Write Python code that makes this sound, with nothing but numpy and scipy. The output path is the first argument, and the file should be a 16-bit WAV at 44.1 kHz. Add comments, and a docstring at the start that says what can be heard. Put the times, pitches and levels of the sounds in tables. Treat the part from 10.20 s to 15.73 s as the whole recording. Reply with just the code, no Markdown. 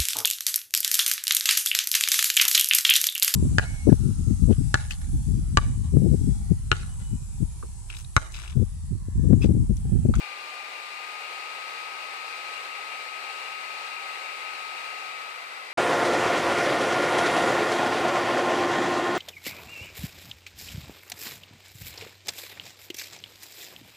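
"""Just in front of a laptop's screen: its 17-blade cooling fan steps up in speed and settles into a steady whir.
Shaft-locked sines make the motor and blade whine; shaped noise is the rush of air.
More noise rings the resonances of the vent on the left, and delayed copies are echoes off nearby surfaces.
Near the end the microphone draws back: the whine fades and the vent and echo colours slide down.
Beneath lie faint hiss and rumble, and very faint, soft low tone bursts at random times."""
import sys
import numpy as np
from scipy import signal
from scipy.fft import rfft, irfft
from scipy.io import wavfile
from scipy.ndimage import map_coordinates

SR = 44100
rng = np.random.default_rng(int(sys.argv[2]) if len(sys.argv) > 2 else 0)


def to_wav(s):
    """Save 16-bit WAV."""
    ch = np.atleast_2d(s).T  # columns
    pcm = np.round(np.clip(ch, -1, 1) * 32767)  # PCM
    wavfile.write(sys.argv[1], SR, pcm.astype(np.int16))


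N = 243873
TIME_S = np.arange(N) / SR
FREQ_HZ = np.maximum(np.arange(N // 2 + 1) * SR / N, 1)

# faint floor, left then right port: treble_hiss_db_per_hz, burst_pitch_hz, mean_burst_peak_db
FAINT_FLOOR = [(-106, 174, -71.5), (-100.5, 146, -73)]
# surface echoes at the left port, before the retreat: delay_ms, strength
LEFT_ECHOES = [(2.52, 0.1), (3.24, 0.02), (3.97, 0.059)]
# surface echoes at the right port, before the retreat: delay_ms, strength
RIGHT_ECHOES = [(1.52, 0.081), (1.63, 0.14), (2.48, 0.045), (2.72, 0.092), (3.25, 0.034), (3.93, 0.042)]
# spectrum of the air rush, before mix gain: freq_hz, level_db_per_hz
RUSH_SPECTRUM = [(40, -132), (120, -130), (165, -107), (215, -96.5), (320, -90.5), (390, -82.7),
                 (520, -80.5), (680, -80.5), (800, -74.5), (980, -78), (1150, -76), (1550, -78),
                 (1850, -79.5), (3000, -81), (4700, -82.5), (5900, -91.5), (8300, -92), (14000, -108)]
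# rush at the two ports: freq_hz, likeness_0_to_1, left_minus_right_db
RUSH_PORTS = [(130, 0, -7), (410, 0.77, -2.5), (813, 1, -2), (908, 0.24, 2), (1200, 0.11, -3.5),
              (1580, 0, 5.5), (1820, 0.05, -1), (2230, 0, -2.5), (3530, 0.1, 3), (8800, 0, 0),
              (10200, 0.34, 2.5), (13900, 0, -7.5)]
# vent and housing resonances, before mix gain and slide: freq_hz, width_hz, level_db_per_hz, retreat_loss_db
VENT_MODES = [(506, 150, -84.5, 8), (823, 167, -74, 6), (926, 67, -72.5, 5), (1257, 183, -72.5, -6),
              (1533, 210, -74.5, -1), (1720, 240, -77, 6), (2037, 187, -66, 1.5), (2177, 67, -65, 21),
              (2388, 276, -64.5, 5.5), (2396, 68, -67, 5), (2744, 145, -65, 7.5), (2943, 56, -77.5, -4),
              (3320, 120, -81, -3), (3787, 91, -71.5, 6), (4040, 57, -72, 3), (4370, 99, -71.5, 10),
              (4670, 440, -85.5, -2), (6200, 160, -89, 8), (7920, 540, -87, 9)]
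# motor, blades, blade octave, left port before mix gain:
# shaft_multiple, rms_db, right_minus_left_db, wobble_db, dead_spot_dip_db
TONES = [(12, -61.5, 0, 1.5, 3), (17, -40, -5.5, 0.46, 0.5), (34, -47, -18, 0.3, 2)]

# shaft speed before and after the step; SPIN_UP_S is the rotor's time constant
SLOW_HZ, FAST_HZ, STEP_S, SPIN_UP_S = 71.15, 74.68, .69, .29
FLOW_POWER = 3.4  # fan amplitude against tip speed

# the microphone creeps towards the vent, then draws back
RETREAT_S, RETREAT_LENGTH_S, CREEP_DB_PER_S = 4.6, .85, 0.38
# mix gains at the closest point, and losses over the whole retreat
RUSH_DB, VENT_DB, WHINE_DB = 1.26, 0.17, 0.97
RUSH_LOSS_DB, WHINE_LOSS_DB = 2.4, 11.5
PATH_GROWTH, VENT_SLIDE = 0.17, .022  # retreat's share: longer echo paths, lower vent colour
SHADE_DB, FAR_SHADE_DB = -15.5, -7  # vent, right against left port: close, drawn back
VENT_LEFT_LAG_MS = 0.349
DEAD_SPOT_S, DEAD_SPOT_WIDTH_S = 4.6, 0.16  # centre, half width at 1/e of the dip
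BURST_GAP_S, BURST_LENGTH_S = 0.18, 0.093  # mean spacing, length
TOP_HZ = 14500


def undb(db):
    """Decibels to gain."""
    return 10 ** (np.asarray(db) / 20)


def across(table):
    """Interpolate each column over log frequency."""
    hz, *columns = np.transpose(table)
    return [np.interp(np.log(FREQ_HZ), np.log(hz), column) for column in columns]


def filtered(x, gain):
    """Scale the spectrum by a gain curve, phase untouched."""
    return irfft(rfft(x) * gain, N)


def noise(gain):
    """Gaussian noise with the given amplitude per root hertz."""
    return filtered(rng.standard_normal(N), gain) * np.sqrt(SR / 2)


def walk(rate_hz):
    """Smooth random drift, zero mean, unit spread."""
    drift = noise(np.exp(-(FREQ_HZ / rate_hz) ** 2))
    return (drift - drift.mean()) / drift.std()


def delayed(x, lag_ms):
    """Interpolated delay, fixed or moving."""
    return map_coordinates(x, [np.arange(N) - lag_ms * SR / 1000], order=3, mode="mirror")


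def tone_bursts(centre_hz, peak_db, spread_octaves=0.27, scatter_db=2.5):
    """Very faint, soft low tone bursts at random times, each with its own pitch and peak."""
    out = np.zeros(N)
    for k, (late, pitch, size) in enumerate(rng.standard_normal((100, 3))):
        age_s = TIME_S - (k + late / 2) * BURST_GAP_S
        now = np.abs(age_s) < BURST_LENGTH_S / 2
        age_s = age_s[now]
        pitch_hz = centre_hz * 2 ** (spread_octaves * pitch)
        swell = np.cos(np.pi * age_s / BURST_LENGTH_S) ** 2
        out[now] += swell * undb(peak_db + scatter_db * size) * np.sin(2 * np.pi * pitch_hz * age_s)
    return out


def self_noise(hiss_db_per_hz, sub_db_per_hz=-108, sub_hz=36):
    """The hand-held microphone's own treble hiss and steady sub rumble."""
    hiss = noise(undb(hiss_db_per_hz) * FREQ_HZ / (FREQ_HZ + 2000))
    rumble = noise(undb(sub_db_per_hz) / (1 + (FREQ_HZ / sub_hz) ** 2))
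    return hiss + rumble


def faint_floor():
    """Self-noise and low tone bursts, drawn separately for each port."""
    ports = []
    for hiss_db_per_hz, burst_hz, burst_db in FAINT_FLOOR:
        ports.append(self_noise(hiss_db_per_hz) + tone_bursts(burst_hz, burst_db))
    return np.array(ports)


def surfaces(x, echoes, path, corner_hz=600):
    """Small surfaces reflect all but the bass and comb the sound; longer paths slide the comb down."""
    upper = filtered(x, FREQ_HZ ** 2 / (FREQ_HZ ** 2 + corner_hz ** 2))
    return x + sum(strength * delayed(upper, delay_ms * path) for delay_ms, strength in echoes)


def retreat():
    """How far the hand has drawn back, 0 to 1, with gentle start and stop."""
    progress = np.clip((TIME_S - RETREAT_S) / RETREAT_LENGTH_S, 0, 1)
    return np.sin(np.pi / 2 * progress) ** 2


def rush(gust_db=0.5):
    """Turbulent air fills the room: most alike at both ports near 800 Hz, mostly unrelated in the treble."""
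    gain = undb(across(RUSH_SPECTRUM)[0])
    likeness, balance_db = across(RUSH_PORTS)
    likeness = np.clip(likeness, 0, 1)
    shared = noise(gain * np.sqrt(likeness))
    ports = []
    for side in (1, -1):  # left, right
        own = noise(gain * np.sqrt(1 - likeness))
        ports.append(filtered(shared + own, undb(side * balance_db / 2)))
    return np.array(ports) * undb(gust_db * walk(rate_hz=12.5))


def resonance(f_hz, centre_hz, width_hz, level_db):
    """Gain of one housing resonance at f_hz; it radiates little bass."""
    peak = undb(level_db) / (1 + (1.34 * (f_hz - centre_hz) / width_hz) ** 2)
    return peak * f_hz ** 2 / (f_hz ** 2 + (centre_hz / 4) ** 2)


def vent(turns, right_db, away, swirl=0.035, eddy_db=0.7):
    """Eddies ring the housing, harder once a turn; retreat reweights the modes and slides them down."""
    air = 0
    for centre_hz, width_hz, level_db, loss_db in VENT_MODES:
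        ring = noise(resonance(FREQ_HZ, centre_hz, width_hz, level_db))
        air = air + ring * undb(eddy_db * walk(rate_hz=13) - loss_db * away)
    slide_s = np.cumsum(VENT_SLIDE * away) / SR  # growing delay lowers the pitch
    air = delayed(air, 1000 * slide_s)
    air = air * (1 + swirl * np.sin(2 * np.pi * turns))
    return np.array([delayed(air, VENT_LEFT_LAG_MS), air * undb(right_db)])


def shaft_speed():
    """Shaft turns per second: eases exponentially to the new speed and wavers slightly."""
    since_step_s = np.maximum(TIME_S - STEP_S, 0)
    hz = FAST_HZ + (SLOW_HZ - FAST_HZ) * np.exp(-since_step_s / SPIN_UP_S)
    return hz * (1 + .00015 * walk(rate_hz=3))


def whine(shaft_hz, turns, left_lag_ms=0.22):
    """Shaft-locked tones, weighted by the housing resonances, dip in a dead spot and wobble per port."""
    out = 0
    dead_spot = np.exp(-((TIME_S - DEAD_SPOT_S) / DEAD_SPOT_WIDTH_S) ** 2)
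    for multiple, rms_db, right_db, wobble_db, dip_db in TONES:
        multiple = round(multiple)
        power = sum(resonance(multiple * shaft_hz, *mode[:3]) ** 2 for mode in VENT_MODES)
        housing = np.sqrt(power)
        tone = np.sqrt(2) * np.sin(2 * np.pi * multiple * turns)
        tone = tone * housing / np.median(housing)
        tone = tone * undb(rms_db - dip_db * dead_spot)
        wobble = undb(wobble_db * np.array([walk(rate_hz=14), walk(rate_hz=7)]))
        out = out + np.array([delayed(tone, left_lag_ms), tone * undb(right_db)]) * wobble
    return out


def scene():
    """One shaft speed drives tones and air loudness; the microphone's distance sets the mix."""
    shaft_hz = shaft_speed()
    turns = np.cumsum(shaft_hz) / SR
    flow = (shaft_hz / FAST_HZ) ** FLOW_POWER
    away = retreat()
    creep_db = CREEP_DB_PER_S * np.minimum(TIME_S - RETREAT_S, 0)
    rush_db = RUSH_DB - RUSH_LOSS_DB * away  # fills the room, so it fades little
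    vent_db = VENT_DB + creep_db
    whine_db = WHINE_DB + creep_db - WHINE_LOSS_DB * away ** 3  # narrow beam: holds, then drops
    shade_db = SHADE_DB + (FAR_SHADE_DB - SHADE_DB) * away  # right port leaves the shade
    path = 1 + PATH_GROWTH * away
    left, right = rush() * undb(rush_db) + vent(turns, shade_db, away) * undb(vent_db)
    air = np.array([surfaces(left, LEFT_ECHOES, path), surfaces(right, RIGHT_ECHOES, path)])
    fan = flow * (air + whine(shaft_hz, turns) * undb(whine_db))
    return fan + faint_floor()


def record(dry):
    """The recorder cuts steeply above TOP_HZ with an elliptic low-pass."""
    return signal.sosfilt(signal.ellip(12, .1, 80, TOP_HZ, fs=SR, output="sos"), dry)


dry = scene()
out = record(dry)
to_wav(out)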